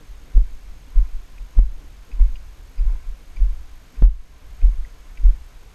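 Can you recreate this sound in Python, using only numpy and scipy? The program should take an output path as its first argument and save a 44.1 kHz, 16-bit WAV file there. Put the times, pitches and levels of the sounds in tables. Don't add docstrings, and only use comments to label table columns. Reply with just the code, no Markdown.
import sys
import numpy as np
from scipy import signal
from scipy.fft import rfft, irfft
from scipy.io import wavfile
from scipy.ndimage import uniform_filter1d

SR = 44100
rng = np.random.default_rng(int(sys.argv[2]) if len(sys.argv) > 2 else 0)


def voltage_ratio(decibels):
    exponent = np.asarray(decibels, float) / 20
    return 10 ** exponent


def put_to_file(sound):
    columns = np.atleast_2d(sound).T
    safe = np.clip(columns, -1, 1)
    whole_steps = np.round(safe * 32767)
    wavfile.write(sys.argv[1], SR, whole_steps.astype(np.int16))


N = 253134
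T = np.arange(N) / SR

# peak_s, peak_db, push_ms, sharp_edge_db, rebound_db (last two relative)
LANDINGS = [
    (0.357, -.9, 7.8, -23, -15.5),
    (.9666, -2.4, 8.3, -36, -18),
    (2.2014, -2.0, 7.6, -24, -15.5),
    (2.8545, -8.5, 8.5, -20, -24),
    (3.409, -5.8, 8, -17, -15.5),
    (4.633, -2.5, 7.8, -18, -15.5),
    (5.2433, -2.8, 7.5, -14, -15.5),
    (1.575, -.6, 7.13, -22, -17),
    (4.0243, 4.8, 5.8, -26, -17),
]
# peak_s, peak_db, push_ms, direction (+1 or -1)
NODS = [(0.527, -24, 12.5, 1), (1.141, -17.5, 11, 1), (1.4, -23.5, 8.8, -1), (1.73, -21, 11.4, 1),
        (2.128, -19.5, 6.3, -1), (2.318, -15.5, 10.1, -1), (2.786, -14, 8.7, 1), (2.8, -13, 8.2, -1),
        (2.926, -12, 8.5, -1), (3.078, -17, 9.3, -1), (3.372, -20.5, 8.8, -1), (3.487, -13, 9.8, 1),
        (3.978, -18.5, 6.7, 1), (4.182, -21, 10.8, 1), (4.695, -20.5, 7.2, -1), (4.782, -14.5, 9.8, -1),
        (5.191, -18, 8.3, 1), (5.286, -9.5, 9.1, -1)]
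# peak_s, peak_db, push_ms
HARD_STOP = (4.0243, -11, 1.45)
# pitch_hz, t60_s, share (the shell moves against the arm)
MOUNT_MODES = [
    (42.44, 0.23, 0.98),
    (20, 0.15, 0.13),
    (57.2, 0.027, -1.98),
]
# start_s, peak_db, pitch_hz, upper_partial_db
TICKS = [(1.3807, -42.5, 2500, -15), (1.6004, -48, 2170, -9), (1.6074, -52, 2150, -14),
         (2.1156, -41.5, 2540, -12), (2.126, -49, 2560, -13), (2.3565, -39, 2850, -13),
         (2.3654, -48, 2580, -11), (2.7798, -44.5, 2460, -6), (2.786, -47, 2420, 1), (2.792, -48, 2450, -3),
         (3.3634, -46, 2310, -13), (3.3687, -40, 2310, -13), (3.9575, -49, 2300, -17),
         (3.97, -51, 2530, -12), (4.6159, -43, 2470, -14), (4.6274, -49, 2720, -11),
         (4.8489, -42, 1970, -22), (5.1704, -53, 2350, -20), (5.1745, -37, 2330, -21)]
# start_s, peak_db, pitch_hz, second_mode_hz
THUDS = [
    (.345, -52, 460, 995),
    (.865, -52, 254, 500),
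    (2.09, -48, 246, 465),
    (2.192, -44, 1010, 440),
    (2.7, -48, 270, 482),
    (2.895, -49, 940, 1610),
    (2.955, -49, 940, 1620),
    (3.93, -46.5, 270, 450),
    (4.62, -51, 492, 1050),
    (5.225, -49, 310, 717),
]
# strongest_s, rub_db, hum_db, sway_db
SLIPS = [(0.0, -62, -58, -41.5), (0.358, -59, -46.5, -38), (.64, -65, -68, -40.5), (.97, -57.5, -56, -37),
         (1.57, -58, -48, -29.5), (1.83, -70, -56, -35), (2.2, -56, -53.5, -27), (2.8, -59.5, -54.5, -28),
         (2.9, -55, -53.5, -34), (3.4, -56, -50.5, -29), (4.0, -59, -51.5, -34), (4.462, -67, -64, -36),
         (4.63, -56.5, -51.5, -31), (5.27, -61, -51, -31.5), (5.67, -67, -68, -54)]
# pitch_hz, width_hz, level_db
RUB_MODES = [
    (1033.4, 67, -1),
    (724, 120, -6.5),
    (1470, 345, -8.5),
    (2170, 275, -8),
]
# pitch_hz, width_hz, level_db
HUM_MODES = [
    (270, 55, 2),
    (446, 93, -3),
    (142, 63, 2.5),
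]
# pitch_hz, level_db (per Hz)
HISS_COLOUR = [(30, -21.5), (60, 14), (110, 9), (200, 1.5), (500, -3), (1300, -4.5), (2500, -7),
               (5500, -12), (8000, -15.5), (12000, -22), (14000, -24), (15200, -30), (15700, -43.5)]
# pitch_hz, level_db, on_frame, off_frame (both as a fraction of the frame, 0-1)
WHINE = [
    (6480, -68, 0.32, 0.73),
    (12912, -69, 0.24, .67),
]
# start_s, cut_db, fall_ms
GAIN_CUTS = [
    (.376, 1.6, .5),
    (1.592, 2.8, .44),
    (4.024, 5.6, .45),
    (4.041, .45, .05),
    (4.0535, .65, .05),
    (5.2612, .25, .4),
]
BASS_LIMITS_DB = (-32, -16, -7)


def unit(x):
    return x / np.sqrt(np.mean(x ** 2))


def band(x, hz, width):
    return signal.lfilter(*signal.iirpeak(hz, hz / width, SR), x)


def narrow(x, hz, width):
    return band(band(x, hz, width), hz, 2 * width)


def walk(rate):
    hold = int(SR / rate)
    levels = np.repeat(rng.standard_normal(N // 200), hold)[:N]
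    return unit(uniform_filter1d(uniform_filter1d(levels, hold), hold))


def add(out, s, x):
    i = int(s * SR)
    out[i:i + len(x)] += x[:N - i]


def shake(push_ms):
    t = T[:SR // 2]
    ring = np.zeros(len(t))
    for hz, t60, share in MOUNT_MODES:
        ring += share * np.exp(-np.log(1000) * t / t60) * np.sin(2 * np.pi * hz * t)
    push = np.exp(-0.5 * ((t[:SR // 10] - 1 / 20) * 1000 / push_ms) ** 2)
    moved = signal.fftconvolve(push, ring)
    low_cut = signal.butter(2, 10.7, "hp", fs=SR, output="sos")
    moved = signal.sosfilt(low_cut, moved)
    return moved / np.abs(moved).max()


def jolts():
    edge_ms, rebound_s, rebound_ms = 3, 0.0576, 10.8
    lead_s = 1 / 20
    out = np.zeros(N)
    for s, db, ms, edge_db, rebound_db in LANDINGS:
        add(out, s - lead_s, voltage_ratio(db) * shake(ms))
        add(out, s - lead_s, voltage_ratio(db + edge_db) * shake(edge_ms))
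        add(out, s + rebound_s - lead_s, voltage_ratio(db + rebound_db) * shake(rebound_ms))
    for s, db, ms, direction in NODS:
        add(out, s - lead_s, direction * voltage_ratio(db) * shake(ms))
    stop_s, stop_db, stop_ms = HARD_STOP
    return out + voltage_ratio(stop_db) * np.exp(-0.5 * ((T - stop_s) * 1000 / stop_ms) ** 2)


def strike(hz, upper_hz, upper_db, t60):
    t = T[:SR // 5]
    scrape, phases = rng.standard_normal(len(t)), rng.random(4)
    modes = [(hz, 1), (0.87 * hz, 0.42), (1.13 * hz, 0.2), (upper_hz, voltage_ratio(upper_db))]
    ring = np.zeros(len(t))
    for (f, share), phase in zip(modes, phases):
        rough = 0.45 * unit(narrow(scrape, f, 0.14 * f))
        ring += share * (np.sin(2 * np.pi * (f * t + phase)) + rough)
    ring *= (1 - np.exp(-t / (0.059 * t60))) * np.exp(-np.log(1000) * t / t60)
    return ring / np.abs(ring).max()


def tack():
    out = np.zeros(N)
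    trim_db, early_s = 0.66, 0.001
    for s, db, hz, upper_db in TICKS:
        add(out, s - early_s, voltage_ratio(db + trim_db) * strike(hz, 4850, upper_db, t60=0.024))
    for s, db, hz, second_hz in THUDS:
        t60 = 0.12 * (260 / hz) ** 0.65
        add(out, s - early_s, voltage_ratio(db + trim_db) * strike(hz, second_hz, -10.5, t60))
    return out


def slips(peak_db, rest_db, rise_db_s, fade_db_s, wobble_db, lag_s=0):
    since = T - np.array(SLIPS)[:, :1] - lag_s
    ramps = voltage_ratio(peak_db[:, None] + np.where(since < 0, rise_db_s * since, -fade_db_s * since))
    rest = voltage_ratio(rest_db + wobble_db * walk(14))
    return np.sqrt(rest ** 2 + np.sum(ramps ** 2, axis=0))


def shell():
    _, rub_db, hum_db, sway_db = np.transpose(SLIPS)
    grit = rng.standard_normal(N) * voltage_ratio(2.0 * walk(90))
    rub = unit(sum(voltage_ratio(db) * narrow(grit, hz, width) for hz, width, db in RUB_MODES))
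    dull = rng.standard_normal(N) * voltage_ratio(1.7 * walk(25))
    hum = unit(sum(voltage_ratio(db) * narrow(dull, hz, width) for hz, width, db in HUM_MODES))
    slow = signal.sosfilt(signal.butter(4, 48, fs=SR, output="sos"), rng.standard_normal(N))
    sway = unit(band(slow, 20, 72) + 0.16 * band(slow, 41.7, 6))
    sway += voltage_ratio(-22) * unit(narrow(dull, 81.4, 37))
    out = slips(rub_db, rest_db=-67.5, rise_db_s=132, fade_db_s=76.5, wobble_db=2) * rub
    out += slips(hum_db, rest_db=-64, rise_db_s=334.5, fade_db_s=209.5, wobble_db=3.5) * hum
    out += slips(sway_db, rest_db=-42, rise_db_s=148, fade_db_s=60, wobble_db=4, lag_s=0.041) * sway
    return out


def electronics():
    hiss_db, frame_hz = -53.5, 48.015
    hz, db = np.transpose(HISS_COLOUR)
    colour = voltage_ratio(np.interp(np.log(np.fft.rfftfreq(N, 1 / SR) + 1), np.log(hz), db))
    out = voltage_ratio(hiss_db) * unit(irfft(rfft(rng.standard_normal(N)) * colour, N))
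    frame, place = np.divmod(T * frame_hz, 1)
    for hz, db, on, off in WHINE:
        phase = rng.random(int(frame[-1]) + 1)[frame.astype(int)]
        gate = uniform_filter1d(1.0 * ((place > on) & (place < off)), size=30)
        tone = np.sqrt(2) * np.sin(2 * np.pi * (hz * T + phase))
        out += voltage_ratio(db + 1.3 * walk(40)) * gate * tone
    return out


def scene():
    return (jolts() + tack() + shell() + electronics())[None]


def starve(x, cut_db):
    top_hz, starved_hz, floor_hz, ragged_hz = 15250, 13400, 13150, 420
    hushed_db = 5
    start_db, gone_db, burst_db = BASS_LIMITS_DB
    hz, at, frames = signal.stft(x, SR, nperseg=1024)
    bass_db = 10 * np.log10(2 * np.sum(np.abs(frames) ** 2, axis=1) + 1e-12)
    need = np.interp(uniform_filter1d(bass_db, size=5, origin=2), [start_db, gone_db], [0, 1])
    need = np.minimum(need + np.interp(at, T, cut_db) / hushed_db, 1)
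    flicker = rng.uniform(0.2, 1.2, len(need[0]))
    edge_hz = top_hz - need * flicker * (top_hz - starved_hz)
    edge_hz = np.where(bass_db > burst_db, SR, edge_hz)
    patches = rng.standard_normal((129, frames.shape[2] // 2 + 1))
    patches = np.repeat(np.repeat(patches, 4, 0), 2, 1)[:len(hz), :frames.shape[2]]
    ragged = ragged_hz * np.abs(patches) * (0.4 + need)
    kept = hz[:, None] < np.maximum(edge_hz - ragged, floor_hz)
    return signal.istft(frames * kept, SR, nperseg=1024)[1][:, :N]


def band_limit(x):
    return signal.sosfilt(signal.butter(12, 15700, fs=SR, output="sos"), x)


def record(dry):
    recover_db_s, ceiling = 14, 1
    cut_db, left_db, last_s = np.zeros(N), 0, 0
    for s, db, ms in GAIN_CUTS:
        left_db = max(left_db - recover_db_s * (s - last_s), 0) + db
        last_s = s
        since = T[T >= s] - s
        falling = db * np.exp(-since * 1000 / ms)
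        cut_db[T >= s] = np.maximum(left_db - falling - recover_db_s * since, 0)
    clipped = np.clip(dry * voltage_ratio(-cut_db), -ceiling, ceiling)
    return band_limit(starve(clipped, cut_db))


dry = scene()
out = record(dry)
put_to_file(out)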